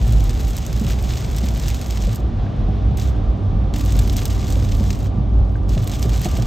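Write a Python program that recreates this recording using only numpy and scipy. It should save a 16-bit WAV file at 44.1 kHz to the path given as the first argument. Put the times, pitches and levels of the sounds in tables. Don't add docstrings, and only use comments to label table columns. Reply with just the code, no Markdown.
import sys
import numpy as np
from scipy import signal
from scipy.fft import rfft, irfft
from scipy.io import wavfile
from scipy.ndimage import uniform_filter1d

SR = 44100
rng = np.random.default_rng(int(sys.argv[2]) if len(sys.argv) > 2 else 0)


def dump(signal):
    limited = np.clip(np.atleast_2d(signal).T, -1, 1)
    pcm = np.round(limited * 32767).astype(np.int16)
    wavfile.write(sys.argv[1], SR, pcm)


N = 284886

# [t/s, level/dB before each sound's own offset]
ROAD_SURFACE = [(0, -29), (.7, -30.5), (1.3, -29), (1.9, -30), (2.8, -28.5), (5.6, -29), (5.96, -29),
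                (6.46, -28.5)]
# [t/s, length/s, change/dB]
BODY_HEAVES = [(.02, 0.076, 7), (.15, .07, 7), (.445, 0.016, 5), (.57, 0.035, -8), (.65, 0.031, -21),
               (.83, 0.033, -8), (1.01, 0.03, -4), (1.19, 0.13, -4), (1.52, 0.14, 1), (1.82, 0.087, -13),
               (2.04, 0.041, 8), (2.16, 0.054, -10), (2.24, 0.026, 7), (2.32, 0.056, -7), (2.5, 0.069, -15),
               (2.62, 0.038, 4.5), (2.79, .03, 0), (2.86, 0.048, 9), (2.95, .035, 1), (3.06, 0.048, 3.5),
               (3.18, .04, 3), (3.29, .05, 8.5), (3.38, 0.1, -8), (3.55, 0.22, 3), (3.74, 0.061, 0),
               (3.95, .22, 6), (4.18, 0.044, -4), (4.43, 0.071, -3), (4.56, 0.11, 4.5), (4.75, 0.066, 8.5),
               (4.95, 0.044, -2), (5.38, 0.13, 8), (5.6, .06, 4), (5.73, .045, 5.5), (5.86, 0.05, -12),
               (6.12, .1, 3.5), (6.23, 0.07, -5.5), (6.33, 0.046, 1)]
# [t/s, hum pitch f/Hz, hum level/dB, whine level/dB]
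GROOVED_ROAD = [(0, 100.2, -28, -71), (2.0, 97.6, -54, -57), (2.25, 100, -27, -54),
                (2.9, 100.8, -23.5, -62), (3.4, 97.85, -25, -50), (3.9, 96.65, -23, -52),
                (4.6, 96.58, -22.5, -52.5), (5.3, 96.48, -23, -56), (5.8, 96.5, -23.5, -57),
                (6.05, 98.2, -29.5, -48.5), (6.46, 99.4, -38, -50.5)]
# [f/Hz, gain/dB]
GLASS_RING = [(500, -19.5), (1200, -1), (1900, 2), (2600, 3), (3300, 5), (4500, 2.5), (6500, 3), (8200, 1),
              (9900, -8), (11700, -2), (13500, -6.5), (15700, -7)]
THINNING_SHARE = 0.23


def undb(db):
    return 10 ** (np.asarray(db) / 20)


def unit(x):
    return x / np.sqrt(np.mean(x ** 2))


def curve(table, axis=1):
    rows = np.array(table)
    return np.interp(np.arange(N) / SR, rows[:, 0], rows[:, axis])


def walk(rate):
    hold = int(SR / rate)
    steps = np.repeat(rng.standard_normal(N // hold + 1), hold)
    smooth = uniform_filter1d(uniform_filter1d(steps, hold), hold)
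    return unit(smooth[:N])


def swells(table):
    t = np.arange(N) / SR
    return sum(db * .5 ** ((2 * (t - s) / length_s) ** 2) for s, length_s, db in table)


def colour(x, points, size=16384):
    hz, db = np.transpose(points)
    f = np.maximum(np.fft.rfftfreq(size, 1 / SR), 1)
    cepstrum = irfft(np.log(undb(np.interp(np.log(f), np.log(hz), db))))
    cepstrum[1:size // 2] *= 2
    cepstrum[size // 2 + 1:] = 0
    response = irfft(np.exp(rfft(cepstrum)))
    return signal.fftconvolve(x, response)[:len(x)]


def ring(x, modes):
    return sum(undb(db) * signal.lfilter(*signal.iirpeak(hz, hz / width, fs=SR), x) for hz, width, db in modes)


def blow(hz, swell_s, order=1):
    t = np.arange(SR // 4) / SR
    outline = (t / swell_s * np.exp(1 - t / swell_s)) ** order
    return outline * np.sin(2 * np.pi * (hz * t + rng.random()))


def add(track, s, sound):
    i = max(int(s * SR), 0)
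    track[..., i:i + sound.shape[-1]] += sound[..., :N - i]


def cabin(source):
    # [f/Hz, side minus mid level/dB]
    port_difference = [(30, -30), (60, -19.5), (130, -12.5), (220, -11), (380, -8.5), (600, -2.5),
                       (780, -3.5), (950, 1), (1250, -4.5), (1550, -8.5), (2400, -42), (3400, -19.5),
                       (6000, -43.5), (9000, 0.5), (15000, 2)]
    mid = unit(source())
    side = colour(unit(source()), port_difference)
    return np.array([mid + side, mid - side])


def roar(db=5, heave_share=0.083):
    # [f/Hz, gain/dB]
    roar_tone = [(20, -30), (34, -12), (45, -6.5), (80, -1.5), (130, .5), (148, -8.5), (215, -8.5),
                 (340, -16.5), (450, -21), (720, -22.5), (880, -29), (1150, -31), (1450, -40.5),
                 (2400, -79)]
    tread = cabin(lambda: colour(rng.standard_normal(N), roar_tone) * undb(0.57 * walk(18)))
    return tread * undb(curve(ROAD_SURFACE) + db + heave_share * swells(BODY_HEAVES))


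def tread_ring(hz=768, width_hz=40, db=-21, waver_db=2):
    def pipe():
        narrow = ring(rng.standard_normal(N), [(hz, width_hz, 0)])
        return ring(narrow, [(hz, 2 * width_hz, 0)])
    return cabin(pipe) * undb(curve(ROAD_SURFACE) + db + waver_db * walk(12))


def boom(evenness=0.8, shake_db=-19, waver_db=1.5):
    # [f/Hz, width/Hz, gain/dB]
    cabin_modes = [(43.16, 4.9, -7), (57.25, 10.7, -3)]
    bass_tone = [(20, -31.0), (34, -17.0), (42, -0.5), (64, -4.5), (85, -13.0), (200, -45.0)]

    def air():
        wave = colour(ring(rng.standard_normal(N), cabin_modes), bass_tone)
        outline = np.abs(signal.hilbert(unit(wave)))
        return wave / (outline + 0.23) ** evenness
    return cabin(air) * undb(shake_db + swells(BODY_HEAVES) + waver_db * walk(18))


def grooves(waver_db=2.5):
    # [multiple of its pitch, level/dB, pitch wander as a share]
    hum_partials = [(1, 0, .016), (2, -12, .018), (3, -17, .008), (4, -23, .008)]
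    pitch = curve(GROOVED_ROAD)

    def song():
        out = 0
        for multiple, db, wander in hum_partials:
            partial_hz = multiple * pitch * (1 + wander * walk(40))
            phase = 2 * np.pi * np.cumsum(partial_hz) / SR
            out = out + undb(db + waver_db * walk(22)) * np.sin(phase)
        return out
    return cabin(song) * undb(curve(GROOVED_ROAD, axis=2))


def spray():
    # [t/s, level/dB]
    arch_water = [(0, -49), (2.3, -49), (2.8, -48), (3.6, -50), (4.5, -50), (5.2, -52), (5.65, -54),
                  (6.46, -47.5)]
    # [f/Hz, gain/dB]
    water_tone = [(600, -13.5), (1400, 5), (2000, 1.5), (2700, 0.5), (3500, 1), (4500, -6), (6000, -10.5),
                  (9000, -28), (16000, -60.5)]
    return cabin(lambda: colour(rng.standard_normal(N), water_tone)) * undb(curve(arch_water) + .5 * walk(13.0))


def shelter():
    # [enter t/s, leave t/s, time to die away/s, loss/dB]
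    bridges = [(2.146, 2.96, 0.16, -29.5), (3.065, 3.725, 0.125, -28.5), (5.068, 5.674, 0.045, -24)]
    return_s = 0.02
    t = np.arange(N) / SR
    loss = 0
    for under, out, die_s, db in bridges:
        entering = np.clip((t - under) / die_s, 0, 1)
        leaving = np.clip((t - out) / return_s, 0, 1)
        loss = loss + db * (entering - leaving)
    return loss


def splat(splash_s, splash_db, snap_db=2, crack_s=0.00027, echo_s=0.011, echo_db=-23, size=2048):
    t = np.arange(size) / SR
    fade = np.exp(-t / crack_s) + undb(splash_db) * np.exp(-t / splash_s) + undb(echo_db) * np.exp(-t / echo_s)
    mid, side = fade * rng.standard_normal((2, size))
    mid[:2] = undb(snap_db) * np.array([1, -1])
    side_tone = [(1000, 0.5), (2200, -42), (3400, -13.5), (6500, -30), (8500, -14.5), (15000, -24)]
    side = colour(side, side_tone, size=256)
    return np.array([mid + side, mid - side]) / np.sqrt(np.sum(mid ** 2))


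def patter(per_s, spread_db, largest, splash_s, splash_db, tone, count=32):
    out = np.zeros((2, N))
    arriving = undb(THINNING_SHARE * shelter()) ** 2
    for patch in range(count):
        drops = int(per_s * N / SR / count)
        when, rank, luck = rng.random((2048, 3))[:drops].T
        at = (when * N).astype(int)
        size_db = spread_db * np.minimum(-np.log(1 - rank), largest)
        hits = np.zeros(N)
        hits[at] = (luck < arriving[at]) * undb(size_db)
        tilt_db = 3.6 * (2 * patch / (count - 1) - 1)
        tilt = [(1500, -tilt_db), (12000, tilt_db)]
        drop = np.array([colour(port, tilt, size=256) for port in splat(splash_s, splash_db)])
        out += signal.oaconvolve(hits[None], drop, axes=1)[:, :N]
    return unit(np.array([colour(colour(port, GLASS_RING), tone) for port in out]))


def rain(rain_db=-42.3, ticks_db=-9):
    # [t/s, length/s, change/dB]
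    rain_sheets = [(.07, 0.31, 1), (.44, 0.068, 1), (.58, .04, -0.5), (.9, 0.035, 4.5), (.97, 0.064, -0.5),
                   (1.15, 0.1, 3.5), (1.34, 0.08, 2), (1.69, 0.17, 3), (3.03, 0.098, -1), (3.77, 0.046, 2),
                   (4.185, 0.034, 5), (4.38, 0.064, 1), (4.52, 0.057, 2), (5, 0.097, -4.5),
                   (5.92, 0.055, 3), (6.15, 0.049, 4), (6.25, 0.03, 7)]
    spatter = patter(per_s=2400, spread_db=4.3, largest=4.8, splash_s=0.0042, splash_db=-4.5,
                     tone=[(6000, 1), (12000, -3)])
    ticks = patter(per_s=200, spread_db=5.8, largest=3.5, splash_s=.002, splash_db=-13,
                   tone=[(2500, -10), (6000, 0), (12000, 6)])
    flurries = undb(1.1 * walk(70) + .6 * walk(25))
    level = undb(rain_db + swells(rain_sheets) + (1 - THINNING_SHARE) * shelter())
    return (spatter + undb(ticks_db) * ticks) * flurries * level


def joints(thump_s=0.0048, knock_s=0.0075, panel_s=0.04, panel_db=-10, rattle_s=0.012, rattle_db=-5,
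           knock_part_db=-4, rattle_width_hz=130):
    # [t/s, thump level/dB, thump f/Hz, knock level/dB, knock f/Hz, shudder level/dB]
    crossings = [(0.06, -24, 151, -38, 603, -12.5), (0.135, -20, 160, -42, 624, -34),
                 (0.206, -26, 190, -32, 770, -29), (0.389, -22, 134, -35, 470, -34),
                 (0.696, -19.5, 137, -36, 506, -20.5), (0.811, -14.5, 210, -30, 493, -25),
                 (0.845, -13, 137, -40, 535, -26), (1.433, -17, 192, -26.5, 595, -40),
                 (1.475, -20, 201, -35, 570, -37), (2.072, -18, 184, -28, 574, -16),
                 (2.183, -23, 168, -28, 746, -36), (2.683, -16, 165, -26.5, 740, -17.5),
                 (2.91, -15, 140, -31, 760, -26), (3.526, -15.5, 158.7, -35, 770, -23),
                 (3.951, -16.5, 210, -31, 551, -14.5), (4.559, -22, 135, -28, 558, -34),
                 (4.803, -14, 202, -27.5, 541, -30), (5.177, -14.5, 194, -34, 657, -27),
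                 (5.766, -14.5, 150, -24.5, 628, -17), (6.048, -16, 160, -20.5, 415, -15.5),
                 (6.254, -15, 185, -20, 732, -31), (6.352, -39, 171.7, -29, 767, -38),
                 (6.381, -15.5, 133, -24.5, 646, -15.5)]
    # [f/Hz, width/Hz, gain/dB]
    panel_modes = [(117.5, 14, -4), (184, 6.9, 4), (217, 24, 0.5)]
    # [ratio to its pitch, relative level/dB]
    knock_modes = [(.47, -2), (.62, -12.5), (0.841, -4.5), (1.001, -2.5), (1.7, -19.5)]
    # [f/Hz, gain/dB]
    floor_tone = [(60, -17), (120, 5), (300, -3.5), (1200, -20)]
    arch_tone = [(150, -9.5), (300, 1.5), (780, 6), (1300, -21.5)]
    shudder_hz, shudder_swell_s = 113.7, 0.032

    out, t = np.zeros((2, N)), np.arange(SR // 4) / SR
    swell = 1 - np.exp(-t / thump_s)
    for s, thump_db, thump_hz, knock_db, knock_hz, shudder_db in crossings:
        panels = cabin(lambda: colour(ring(rng.standard_normal(len(t)), panel_modes), floor_tone, size=4096))
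        thump = blow(thump_hz, thump_s) + undb(panel_db) * swell * np.exp(-t / panel_s) * panels
        shudder = blow(shudder_hz * (1 + .03 * rng.standard_normal()), shudder_swell_s, order=2)
        modes = [(ratio * knock_hz, rattle_width_hz, db) for ratio, db in knock_modes]
        rattle = cabin(lambda: colour(ring(rng.standard_normal(len(t)), modes), arch_tone, size=4096))
        knock = sum(undb(db + knock_part_db) * blow(hz, knock_s) for hz, width, db in modes)
        knock = knock + undb(rattle_db) * swell * np.exp(-t / rattle_s) * rattle
        add(out, s, undb(thump_db) * thump + undb(shudder_db) * shudder + undb(knock_db) * knock)
    return out


def fat_drops(db=7.0, body_db=15, top_db=17.5, delay_s=0.001):
    # [t/s, overall level/dB, body (low) level/dB, sharpness (high) level/dB]
    big_drops = [(0.104, -26, -21, -16), (0.1228, -17, -18, -13), (0.2937, -15, -19, -19),
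                 (0.3406, -24, -24, -17), (0.403, -18.5, -13, -18), (0.5053, -19, -25, -17),
                 (0.5658, -13, -24, -13), (0.577, -16, -15, -16), (0.583, -16, -16, -11),
                 (0.664, -15, -27, -15), (0.7277, -17.5, -16, -18), (0.7963, -18, -22, -22),
                 (0.846, -19.5, -12, -23), (0.866, -17, -6, -19), (0.8872, -20, -13, -12),
                 (0.904, -18, -9, -20), (0.917, -22, -16, -27), (1.0241, -19.5, -20, -6),
                 (1.1057, -16, -12, -26), (1.1742, -18, -21, -19), (1.3134, -23, -14, -4),
                 (1.363, -15, -28, -11), (1.3822, -13, -20, -20), (1.486, -14.5, -20, -19),
                 (1.5968, -16, -17, -15), (1.6817, -10, -18, -16), (1.702, -24, -15, -21),
                 (1.744, -15, -17, -18), (1.813, -15, -19, -14), (1.9069, -14, -23, -20),
                 (1.972, -16.5, -19, -41), (2.0215, -17, -25, -26), (2.1473, -22, -27, -5),
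                 (2.157, -15.5, -27, -12), (2.7522, -44, -36, 3), (2.9715, -17, -20, -11),
                 (2.9966, -19, -30, -14), (3.0141, -20, -18, -29), (3.1757, -47, -36, 0),
                 (3.7376, -15.5, -14, -23), (3.7604, -19, -10, -10), (3.8081, -19, -22, -6),
                 (3.8594, -16.5, -22, -15), (3.9222, -14.5, -21, -16), (3.99, -10, -17, -14),
                 (3.994, -15.5, -16, -15), (4.0754, -16.5, -13, -18), (4.0966, -12, -17, -22),
                 (4.166, -8, -36, -14), (4.182, -16, -8, -19), (4.191, -20, -9, -22),
                 (4.213, -22, -24, -10), (4.254, -8, -22, -12), (4.2792, -20, -27, -12),
                 (4.3022, -19, -28, -20), (4.4803, -23, -30, -22), (4.502, -17, -30, -18),
                 (4.5236, -15, -23, -22), (4.719, -16.5, -15, -26), (4.904, -11, -19, -27),
                 (4.9282, -17, -23, -27), (5.0588, -24, -5, -26), (5.5202, -42, -36, 2),
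                 (5.5756, -46, -36, 0), (5.692, -20, -26, -17), (5.7765, -17, -10, -36),
                 (5.8415, -21, -24, -8), (5.874, -12.5, -14, -6), (5.915, -17.5, -25, -22),
                 (5.9354, -17, -10, -17), (5.9932, -19, -17, -12), (6.026, -10, -21, -20),
                 (6.093, -17, -16, -20), (6.169, -22, -22, -6), (6.215, -12, -15, -11),
                 (6.246, -16.5, -14, -18), (6.422, -15, -15, -20)]
    out = np.zeros((2, N))
    for s, drop_db, low_db, high_db in big_drops:
        tone = [(2200, low_db + body_db), (5000, 0.014), (12000, high_db + top_db)]
        burst = splat(splash_s=.004, splash_db=-7.5, snap_db=8)
        drop = np.array([colour(colour(port, GLASS_RING, size=1024), tone, size=256) for port in burst])
        add(out, s + delay_s, drop / np.linalg.norm(drop[0]) * undb(drop_db + db))
    return out


def windshield():
    # [f/Hz, phase/rad]
    left_lag = [(0, 0), (2500, 0), (3300, -.3), (4500, -.1), (7400, 0), (7800, .6), (8500, 1), (9300, 2.9),
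                (10500, 3.2), (11500, 4.4), (12700, 6), (13700, 6.3), (15700, 8.6)]
    left, right = rain() + fat_drops()
    lag = np.interp(np.fft.rfftfreq(N, 1 / SR), *np.transpose(left_lag))
    return np.array([irfft(rfft(left) * np.exp(-1j * lag), N), right])


def whine(hz=1178, width_hz=24):
    def song():
        narrow = ring(rng.standard_normal(N), [(hz, width_hz, 0)])
        return ring(narrow, [(hz, 4 * width_hz, 0)])
    return cabin(song) * undb(curve(GROOVED_ROAD, axis=3))


def wiper(rise_s=0.0004, fade_s=0.0037):
    # [t/s, pitch f/Hz, level/dB before the ring and fade]
    flips = [(2.464, 1620, -35), (5.555, 1581, -30.5)]
    # [ratio to its pitch, relative level/dB]
    blade_modes = [(.72, -19), (1, 2), (1.14, -11), (1.38, -12)]
    out, t = np.zeros(N), np.arange(SR // 25) / SR
    outline = (1 - np.exp(-t / rise_s)) * np.exp(-t / fade_s)
    for s, hz, db in flips:
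        tone = sum(undb(mode_db) * np.sin(2 * np.pi * ratio * hz * t) for ratio, mode_db in blade_modes)
        add(out, s, undb(db) * outline * tone)
    return out


def scene():
    road = roar() + tread_ring() + boom() + grooves() + whine() + joints()
    lean_db = .5
    return road * undb([[-lean_db], [lean_db]]) + spray() + windshield() + wiper()


def record(dry):
    low_cut_hz, top_hz, drive = 35, 15800, .9
    sound = signal.sosfilt(signal.butter(5, low_cut_hz, "high", fs=SR, output="sos"), dry)
    rounded = np.tanh(drive * sound) / drive
    return signal.sosfilt(signal.ellip(10, .2, 80, top_hz, fs=SR, output="sos"), rounded)


dry = scene()
out = record(dry)
dump(out)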